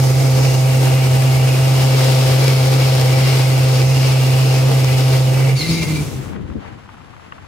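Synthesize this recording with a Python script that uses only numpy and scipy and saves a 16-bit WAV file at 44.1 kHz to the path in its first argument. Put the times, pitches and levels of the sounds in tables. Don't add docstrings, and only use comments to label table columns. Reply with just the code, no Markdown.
import sys
import numpy as np
from scipy import signal
from scipy.fft import rfft, irfft
from scipy.io import wavfile

SR = 44100
rng = np.random.default_rng(int(sys.argv[2]) if len(sys.argv) > 2 else 0)


def output_pcm(signal):
    pcm = np.clip(np.atleast_2d(signal).T, -1, 1) * 32767
    wavfile.write(sys.argv[1], SR, np.round(pcm).astype(np.int16))


N = 329427
TIME = np.arange(N) / SR
BIN_HZ = np.maximum(np.arange(N // 2 + 1) * SR / N, 1)
FUEL_CUT_S = 5.55
FIRING_HZ = 130.7

# time_s, rate_hz
FIRING_RATE = [(0.0, 131.7), (0.12, 130.1), (0.24, 133.8), (0.33, 129.6), (0.45, 132.6), (0.54, 129.7),
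               (0.72, 131.1), (0.9, 130.8), (0.99, 131.8), (1.08, 129.9), (1.2, 130.9), (1.29, 131.6),
               (1.41, 130.1), (1.65, 131.6), (1.83, 131.7), (2.22, 130.6), (2.28, 131.1), (2.37, 130.8),
               (2.46, 133.0), (2.58, 130.7), (2.79, 132.4), (3.06, 129.5), (3.27, 132), (3.45, 130.2),
               (3.54, 130.9), (3.81, 129.6), (3.93, 133.3), (4.02, 131.4), (4.2, 130.8), (4.62, 130.9),
               (4.71, 133.5), (4.89, 129.3), (5.04, 131.1), (5.31, 130.4), (5.46, 133.6), (5.51, 131.6)]
# multiple_of_firing_rate, relative_db
DRONE_TONES = [(1, 0), (2, -27.5), (3, -61), (4, -19.5), (5, -22), (6, -25), (7, -30), (8, -57), (9, -32),
               (10, -33.5)]

# time_s, level_db
MIC_FACING = [(0, -1.5), (.3, 0), (.48, -0.7), (.72, 0.5), (1, 0.8), (1.45, 0.5), (1.75, 1.5), (1.95, 2.5),
              (2.2, 2.5), (2.45, 2.5), (2.7, 2.1), (2.95, 3), (3.1, 1.5), (3.3, 3), (3.55, 0.7),
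              (3.75, 2.3), (3.88, -1), (4.03, 2), (4.3, 0.8), (4.55, 1.1), (4.72, 0.5), (4.85, 0.6),
              (5.1, 2), (5.3, -0.5), (5.5, -0.5)]
FOURTH_TONE_CURVE = [(0, -29.5), (.3, -28.5), (1.75, -30.5), (2.05, -23.5), (2.6, -27), (3.1, -25),
                     (3.35, -30), (3.8, -26), (4.2, -32), (4.7, -28), (5.1, -27.5), (5.5, -29)]
LOW_RING_CURVE = [(0.0, -38), (0.99, -34), (1.11, -34.7), (1.92, -35), (2.1, -36.5), (2.43, -32.5),
                  (3.0, -34), (3.24, -28.5), (3.42, -34), (3.87, -36), (4.02, -32.8), (4.23, -38),
                  (5.04, -35), (5.25, -39.5), (5.51, -32)]
HIGH_RING_CURVE = [(0.0, -35.5), (0.54, -31), (1.14, -30), (1.5, -30), (2.31, -31.5), (3.18, -31),
                   (3.54, -30.5), (3.99, -29.5), (4.59, -29.5), (4.71, -31.5), (5.04, -29), (5.22, -33.5),
                   (5.51, -30.5)]

# pitch_hz, relative_db
ROAR_COLOUR = [(100, -44), (170, -10.5), (265, -4), (467, -1), (516, -2.5), (595, -9.5), (658, -9),
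               (713, -9.5), (797, -6), (995, -15), (1900, -19.5), (2470, -29), (4180, -120)]
RASP_COLOUR = [(1000, -2.5), (1700, -8), (1830, -10), (2050, -6), (2400, -7), (2860, -7), (3100, -3.5),
               (3700, -5.5), (4100, -4.5), (5200, -3.5), (5700, -7), (6150, -21), (8060, -26),
               (13600, -120)]
HISS_COLOUR = [(5800, 1), (6700, 2), (7700, -2.5), (8500, -2), (9800, -3), (11000, -5), (12500, -4),
               (14500, -6), (17500, -17)]
SIZZLE_COLOUR = [(4700, 2), (5050, 5), (5650, 0), (6000, -1), (6700, -1.5), (7100, -6)]
RUMBLE_COLOUR = [(20, -17), (32, -23), (48, -12), (68, 0.5), (95, -0.5), (145, 2), (200, -16.5), (280, -26)]
LAST_GAS_COLOUR = [(250, 16), (400, 11), (700, 4), (1200, 1), (1700, -4), (2300, 0), (3300, -2.5),
                   (4800, -4), (6000, -2), (10000, -7.5), (17000, -14)]
GUST_COLOUR = [(30, -14), (48, -3), (68, 6.5), (130, 3.5), (200, 1), (280, -1), (380, -8), (600, -14)]
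BREEZE_COLOUR = [(25, -19), (50, -7), (88, 0.5), (150, -5.5), (215, -9), (320, -12.5), (450, -25)]
TYRE_COLOUR = [(400, -0.5), (550, -2), (800, 1.5), (1300, -3.5), (2000, -6), (3000, -10), (4000, -16),
               (6500, -21.5), (8500, -26.5), (12500, -31), (15500, -50)]

# pitch_hz, width_hz, relative_db
HOT_PIPE_PEAKS = [(2010, 75, -6), (2155, 51, -4), (2296, 47, -1), (2523, 63, -3.5), (2635, 40, -5),
                  (2775, 55, -2.5), (2930, 43, -4.5)]
# pitch_hz, width_hz, relative_db
COOLING_PIPE_MODES = [(2073, 60, 0.5), (2340, 65, 3.5), (2720, 91, -2), (3850, 270, -3), (4440, 350, -0.5),
                      (4900, 830, -7), (6840, 244, -12), (9700, 450, -12)]
# pitch_hz, width_hz, relative_db
FRAME_MODES = [(770, 120, -0.5), (1110, 380, 2), (1450, 320, 0.5), (1890, 260, -9.5), (2650, 590, -13),
               (3350, 410, -24)]

# start_s, length_s, level_db
ROAR_SURGES = [(.35, 0.13, -9), (.8, 0.069, -11), (1.8, 0.13, -20), (4.6, 0.13, -8), (5.33, 0.19, -9)]
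EXHAUST_SIZZLES = [(-.05, 0.5, -36.5), (.36, 0.23, -33.5), (3.65, 0.44, -35.5), (4.43, 0.14, -35.5)]
FLAME_PUFFS = [(5.6, .07, -23.5), (5.678, 0.064, -17.5), (5.742, 0.092, -20.5), (5.86, 0.1, -17.5),
               (5.972, 0.058, -18.5), (6.058, .03, -25), (6.13, 0.072, -26.5)]
GAS_SPURTS = [(5.55, 0.15, -26.5), (5.68, 0.15, -26), (5.86, 0.11, -32.5)]
WIND_GUSTS = [(5.62, .41, -28), (6.03, 0.2, -30), (6.25, 0.13, -30), (6.345, 0.11, -29),
              (6.475, 0.043, -27), (6.54, 0.025, -22.5), (6.62, 0.15, -39)]
ROAD_PATCHES = [(6.15, 0.2, -45.5), (6.585, 0.085, -43)]

# start_s, length_s, settled_pitch_hz, level_db, starting_sharp_share
GAS_SQUEALS = [(5.568, 0.052, 4030, -25, .2), (5.59, 0.09, 2070, -30.5, 0.1),
               (5.655, .035, 4200, -31.5, .06), (5.725, 0.14, 2120, -33, 0.03),
               (5.88, .045, 2044, -36, .02), (5.948, 0.028, 2350, -31.5, -0.024)]
# start_s, peak_db, brightness_db_per_octave
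FRAME_KNOCKS = [(6.259, -31, 3), (6.332, -32, 2), (6.362, -32, 4), (6.5, -31, 0), (6.65, -32, 5),
                (6.891, -30.5, 1), (6.943, -34.5, -1), (6.983, -36.5, 5), (7.016, -37.5, 6),
                (7.136, -34.5, 1), (7.165, -36, 1), (7.322, -26.5, 6), (7.381, -32, -1), (7.385, -33.5, 0)]

# pitch_hz, likeness_0_to_1, left_minus_right_db, left_lead_s
JET_STEREO = [(60, .5, 1.5, 0), (300, .6, 1.2, .00042), (700, .62, 3.4, .00022), (1400, .33, 1.4, .00008),
              (2400, .35, .5, .00004), (4400, .1, 2.3, .00002), (8000, .3, -.8, 0), (15000, .1, 0, 0)]
AIR_STEREO = [(60, .1, 6, .0003), (200, .3, 10, .0006), (400, .35, 8.5, .0007), (750, .35, 4, .0007),
              (2200, .4, 3, .0006), (5700, .3, 1, .00044), (14000, .25, -1, .00036)]


def firing_cycles():
    return np.cumsum(curve(FIRING_RATE)) / SR + 0.0058 * drift(22)


def drone(cycles, level_db=-12.5):
    roar_db, _, _ = exhaust_swing()
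    strength = from_db(level_db + 0.5 * drift(39)) * np.sqrt(2)
    ring_out = np.clip((FUEL_CUT_S + 0.057 - TIME) / 0.062, 0, 1)
    deep = np.cos(2 * np.pi * (cycles + left_right(-.008, .008))) * ring_out
    ear_cycles = cycles + left_right(.018, -.018)
    overtones = 0
    for multiple, db in DRONE_TONES[1:]:
        flare_db = swing_db(FOURTH_TONE_CURVE) if multiple == 4 else roar_db
        gain = from_db(db + flare_db + 2.2 * drift(36))
        phase = multiple * ear_cycles + rng.random() + .055 * drift(17)
        overtones += gain * np.cos(2 * np.pi * phase)
    overtones *= burning(fade_s=.015) * from_db(left_right(1.7, -1.3))
    return strength * (deep * from_db(left_right(-.55, .55)) + overtones)


def exhaust(cycles, blast_spread_db=5):
    roar_db, rasp_db, hiss_db = exhaust_swing()
    firing_number = np.maximum(cycles, 0).astype(int)
    blast = from_db(blast_spread_db * rng.standard_normal(N))[firing_number]
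    flicker = from_db(.8 * drift(16))
    low_pulse = flicker * (1 + 0.5 * blast * gush(cycles, 0.36, 1.4) + 0.46 * gush(cycles, 0.98, 2.2))
    high_pulse = flicker * (1 + 0.41 * blast * gush(cycles, 0.26, 5.8) + 0.25 * gush(cycles, 0.84, 1.8))
    surge = 1 + swells(ROAR_SURGES, rise_s=.04, fade_s=0.028)
    roar = from_db(-27 + roar_db) * surge * rushing_noise(low_pulse, ROAR_COLOUR)
    rasp = from_db(-31 + rasp_db) * rushing_noise(high_pulse, RASP_COLOUR)
    ring = hot_pipe_ring(high_pulse)
    sizzle = swells(EXHAUST_SIZZLES, rise_s=0.067, fade_s=0.054) * rushing_noise(high_pulse, SIZZLE_COLOUR)
    hiss = from_db(-34 + hiss_db) * rushing_noise(high_pulse ** 1.1, HISS_COLOUR)
    return (roar + rasp + ring + sizzle + hiss) * burning(fade_s=0.04)


def exhaust_swing():
    facing_db = swing_db(MIC_FACING)
    ease_db = 0.43 * (TIME - FUEL_CUT_S / 2)
    return 0.79 * facing_db - ease_db, 2.2 * facing_db, facing_db - ease_db


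def hot_pipe_ring(pulse):
    lower = from_db(-35.5 + swing_db(LOW_RING_CURVE)) * pipe_ring(pulse, HOT_PIPE_PEAKS[:3])
    upper = from_db(-34.5 + 1.4 * swing_db(HIGH_RING_CURVE)) * pipe_ring(pulse, HOT_PIPE_PEAKS[3:])
    return lower + upper


def pipe_ring(pulse, peaks):
    rush = rushing_noise(pulse, [(500, 0), (16000, 0)])
    return unit_power(sum((-1) ** k * from_db(db + 2.2 * drift(6)) * resonance(rush, hz, width_hz)
                          for k, (hz, width_hz, db) in enumerate(peaks)))


def rumble():
    alight = np.interp(TIME, [6.0, 6.1], [1, 0])
    lumps = from_db(0.8 * drift(8.9))
    return from_db(-31.5) * alight * rushing_noise(lumps, RUMBLE_COLOUR)


def whistle(cycles, pitch_hz=8235):
    tone = np.sin(2 * np.pi * np.cumsum(pitch_hz + 2.5 * drift(8)) / SR)
    chop = unit_power(gush(cycles, .4, 2.5))
    return from_db(-47 + 2 * drift(3)) * tone * chop * burning(fade_s=.025)


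def flame_out(leap_hz=61.3, leap_s=0.096, sag_hz_per_s=96):
    since_s = np.maximum(TIME - FUEL_CUT_S, 0)
    extra_hz = leap_hz * (1 - np.exp(-since_s / leap_s)) - sag_hz_per_s * since_s
    cycles = np.cumsum(FIRING_HZ + np.maximum(extra_hz, 0)) / SR + 0.03 * drift(44)
    hum = sum(from_db(db + 1.5 * drift(48)) * np.sin(2 * np.pi * multiple * cycles)
              for multiple, db in enumerate([0, -10.5, -20.5], 1))
    puffs = np.sqrt(2) * swells(FLAME_PUFFS, rise_s=0.014, fade_s=0.008)
    return puffs * hum + last_gas(cycles)


def last_gas(cycles, hold_s=0.48, empty_s=0.79):
    age_s = TIME - FUEL_CUT_S
    fall_db = 5 * np.maximum(age_s, 0) + 48 * np.maximum(age_s - hold_s, 0)
    flowing = np.clip(age_s / 0.028, 0, 1) * (.5 - .5 * np.tanh((age_s - empty_s) / 0.043))
    pulse = (1 + .5 * gush(cycles, 0.65, 8.5)) * from_db(drift(23))
    hiss = from_db(-28 - fall_db) * flowing * rushing_noise(pulse, LAST_GAS_COLOUR)
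    ring = swells(GAS_SPURTS, rise_s=0.02, fade_s=0.03) * pipe_ring(pulse, COOLING_PIPE_MODES)
    return hiss + ring


def squeals(settle_s=.028):
    out = 0
    for start_s, length_s, hz, db, sharp in GAS_SQUEALS:
        slide = sharp * np.exp(-np.maximum(TIME - start_s, 0) / settle_s)
        phase = 2 * np.pi * np.cumsum(hz * (1 + slide + .016 * drift(160))) / SR
        tone = unit_power(from_db(3.5 * drift(150)) * np.sin(phase))
        out += from_db(db) * swell(start_s, length_s, rise_s=0.019, fade_s=0.027) * tone
    return out


def wind():
    gusts = swells(WIND_GUSTS, rise_s=0.018, fade_s=0.03) * rushing_noise(1, GUST_COLOUR, AIR_STEREO)
    breeze = from_db(-44) * rushing_noise(1, BREEZE_COLOUR, AIR_STEREO)
    return gusts + breeze


def tyres():
    grit = from_db(0.5 * drift(190))
    crunch = rushing_noise(grit, TYRE_COLOUR, AIR_STEREO)
    patches = swells(ROAD_PATCHES, rise_s=0.044, fade_s=0.043) * muffle(crunch, top_hz=2400, order=1)
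    return from_db(-48 + drift(24)) * crunch + patches


def knocks(chatter_db=-10, chatter_s=0.0022):
    out = np.zeros((2, N))
    length = SR // 20
    for start_s, peak_db, brightness in FRAME_KNOCKS:
        chatter = from_db(chatter_db) * rng.standard_normal((2, length)) * np.exp(-TIME[:length] / chatter_s)
        ring = frame_ring(signal.unit_impulse(length) + chatter, brightness)
        ring *= from_db(peak_db) / np.abs(ring.mean(axis=0)).max()
        start = round(start_s * SR)
        out[:, start:start + length] += ring[:, :N - start]
    return out


def rattle(ticks_per_s=55):
    contacts = (rng.random(N) < ticks_per_s / SR) * rng.choice([-1, 1], N)
    strength = from_db(3 * np.clip(rng.standard_normal((2, N)), -2, 2))
    return from_db(-55) * unit_power(frame_ring(contacts * strength))


def frame_ring(force, bright_db_per_octave=0):
    force = muffle(force + 1e-18, top_hz=4200, order=3)
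    out = 0
    for k, (hz, width_hz, db) in enumerate(FRAME_MODES):
        bright_db = bright_db_per_octave * np.log2(hz / FRAME_MODES[0][0])
        out += (-1) ** k * from_db(db + bright_db + rng.normal(0, 1.5)) * resonance(force, hz, width_hz)
    return out


def rushing_noise(loudness, colour, stereo=JET_STEREO):
    shared, different = rfft(rng.standard_normal((2, N)) * loudness)
    colour_db, = across_pitch(colour)
    likeness, balance_db, lead_s = across_pitch(stereo)
    sides = left_right(1, -1)
    pair = np.sqrt(1 + likeness) * shared + sides * np.sqrt(1 - likeness) * different
    pair *= np.exp(1j * np.pi * BIN_HZ * lead_s * sides)
    lowest_hz, highest_hz = colour[0][0], colour[-1][0]
    edge_fade = 1 / np.sqrt((1 + (lowest_hz / BIN_HZ) ** 8) * (1 + (BIN_HZ / highest_hz) ** 12))
    out = irfft(pair * edge_fade * from_db(colour_db + sides * balance_db / 2), N)
    return out / np.std(out.mean(axis=0))


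def resonance(x, hz, width_hz):
    decay = np.exp(-np.pi * width_hz / SR)
    feedback = [1, -2 * decay * np.cos(2 * np.pi * hz / SR), decay ** 2]
    return signal.lfilter(np.array([1, 0, -1]) * (1 - decay ** 2) / 2, feedback, x + 1e-18)


def muffle(x, top_hz, order):
    return signal.sosfilt(signal.butter(order, top_hz, fs=SR, output="sos"), x)


def gush(cycles, peak_at, sharpness):
    return np.exp(sharpness * (np.cos(2 * np.pi * (cycles - peak_at)) - 1))


def burning(fade_s):
    return .5 - .5 * np.tanh((TIME - FUEL_CUT_S) / fade_s)


def swell(start_s, length_s, rise_s, fade_s):
    age_s = TIME - start_s
    return np.clip(age_s / rise_s, 0, 1) * np.exp(-np.maximum(age_s - length_s, 0) / fade_s)


def swells(events, rise_s, fade_s):
    return np.sqrt(sum((from_db(db) * swell(start_s, length_s, rise_s, fade_s)) ** 2
                       for start_s, length_s, db in events))


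def drift(rate_hz):
    count, step = 8192, 48
    hz = np.arange(count // 2 + 1) * SR / (count * step)
    slow = irfft(rfft(rng.standard_normal(count)) / (1 + (hz / rate_hz) ** 4))
    return unit_power(np.interp(np.arange(N) / step, np.arange(count), slow))


def curve(points):
    return np.interp(TIME, *np.transpose(points))


def swing_db(points):
    db = curve(points)
    return db - db[TIME < FUEL_CUT_S].mean()


def across_pitch(points):
    hz, *columns = np.transpose(points)
    return [np.interp(np.log(BIN_HZ), np.log(hz), column) for column in columns]


def left_right(left, right):
    return np.array([[left], [right]])


def from_db(db):
    return 10 ** (np.asarray(db) / 20)


def unit_power(x):
    return x / np.sqrt(np.mean(x ** 2) + 1e-20)


def scene():
    cycles = firing_cycles()
    engine = drone(cycles) + whistle(cycles) + exhaust(cycles) + rumble()
    engine *= from_db(swing_db(MIC_FACING) * left_right(.25, -.25))
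    dying = flame_out() + squeals()
    rolling = (wind() + tyres()) * from_db(-12 * burning(fade_s=.2))
    frame = (knocks() + rattle()) * from_db(left_right(3, -2))
    return engine + dying + rolling + frame


def record(dry):
    return signal.sosfilt(signal.ellip(12, .1, 80, 15800, fs=SR, output="sos"), dry)


dry = scene()
out = record(dry)
output_pcm(out)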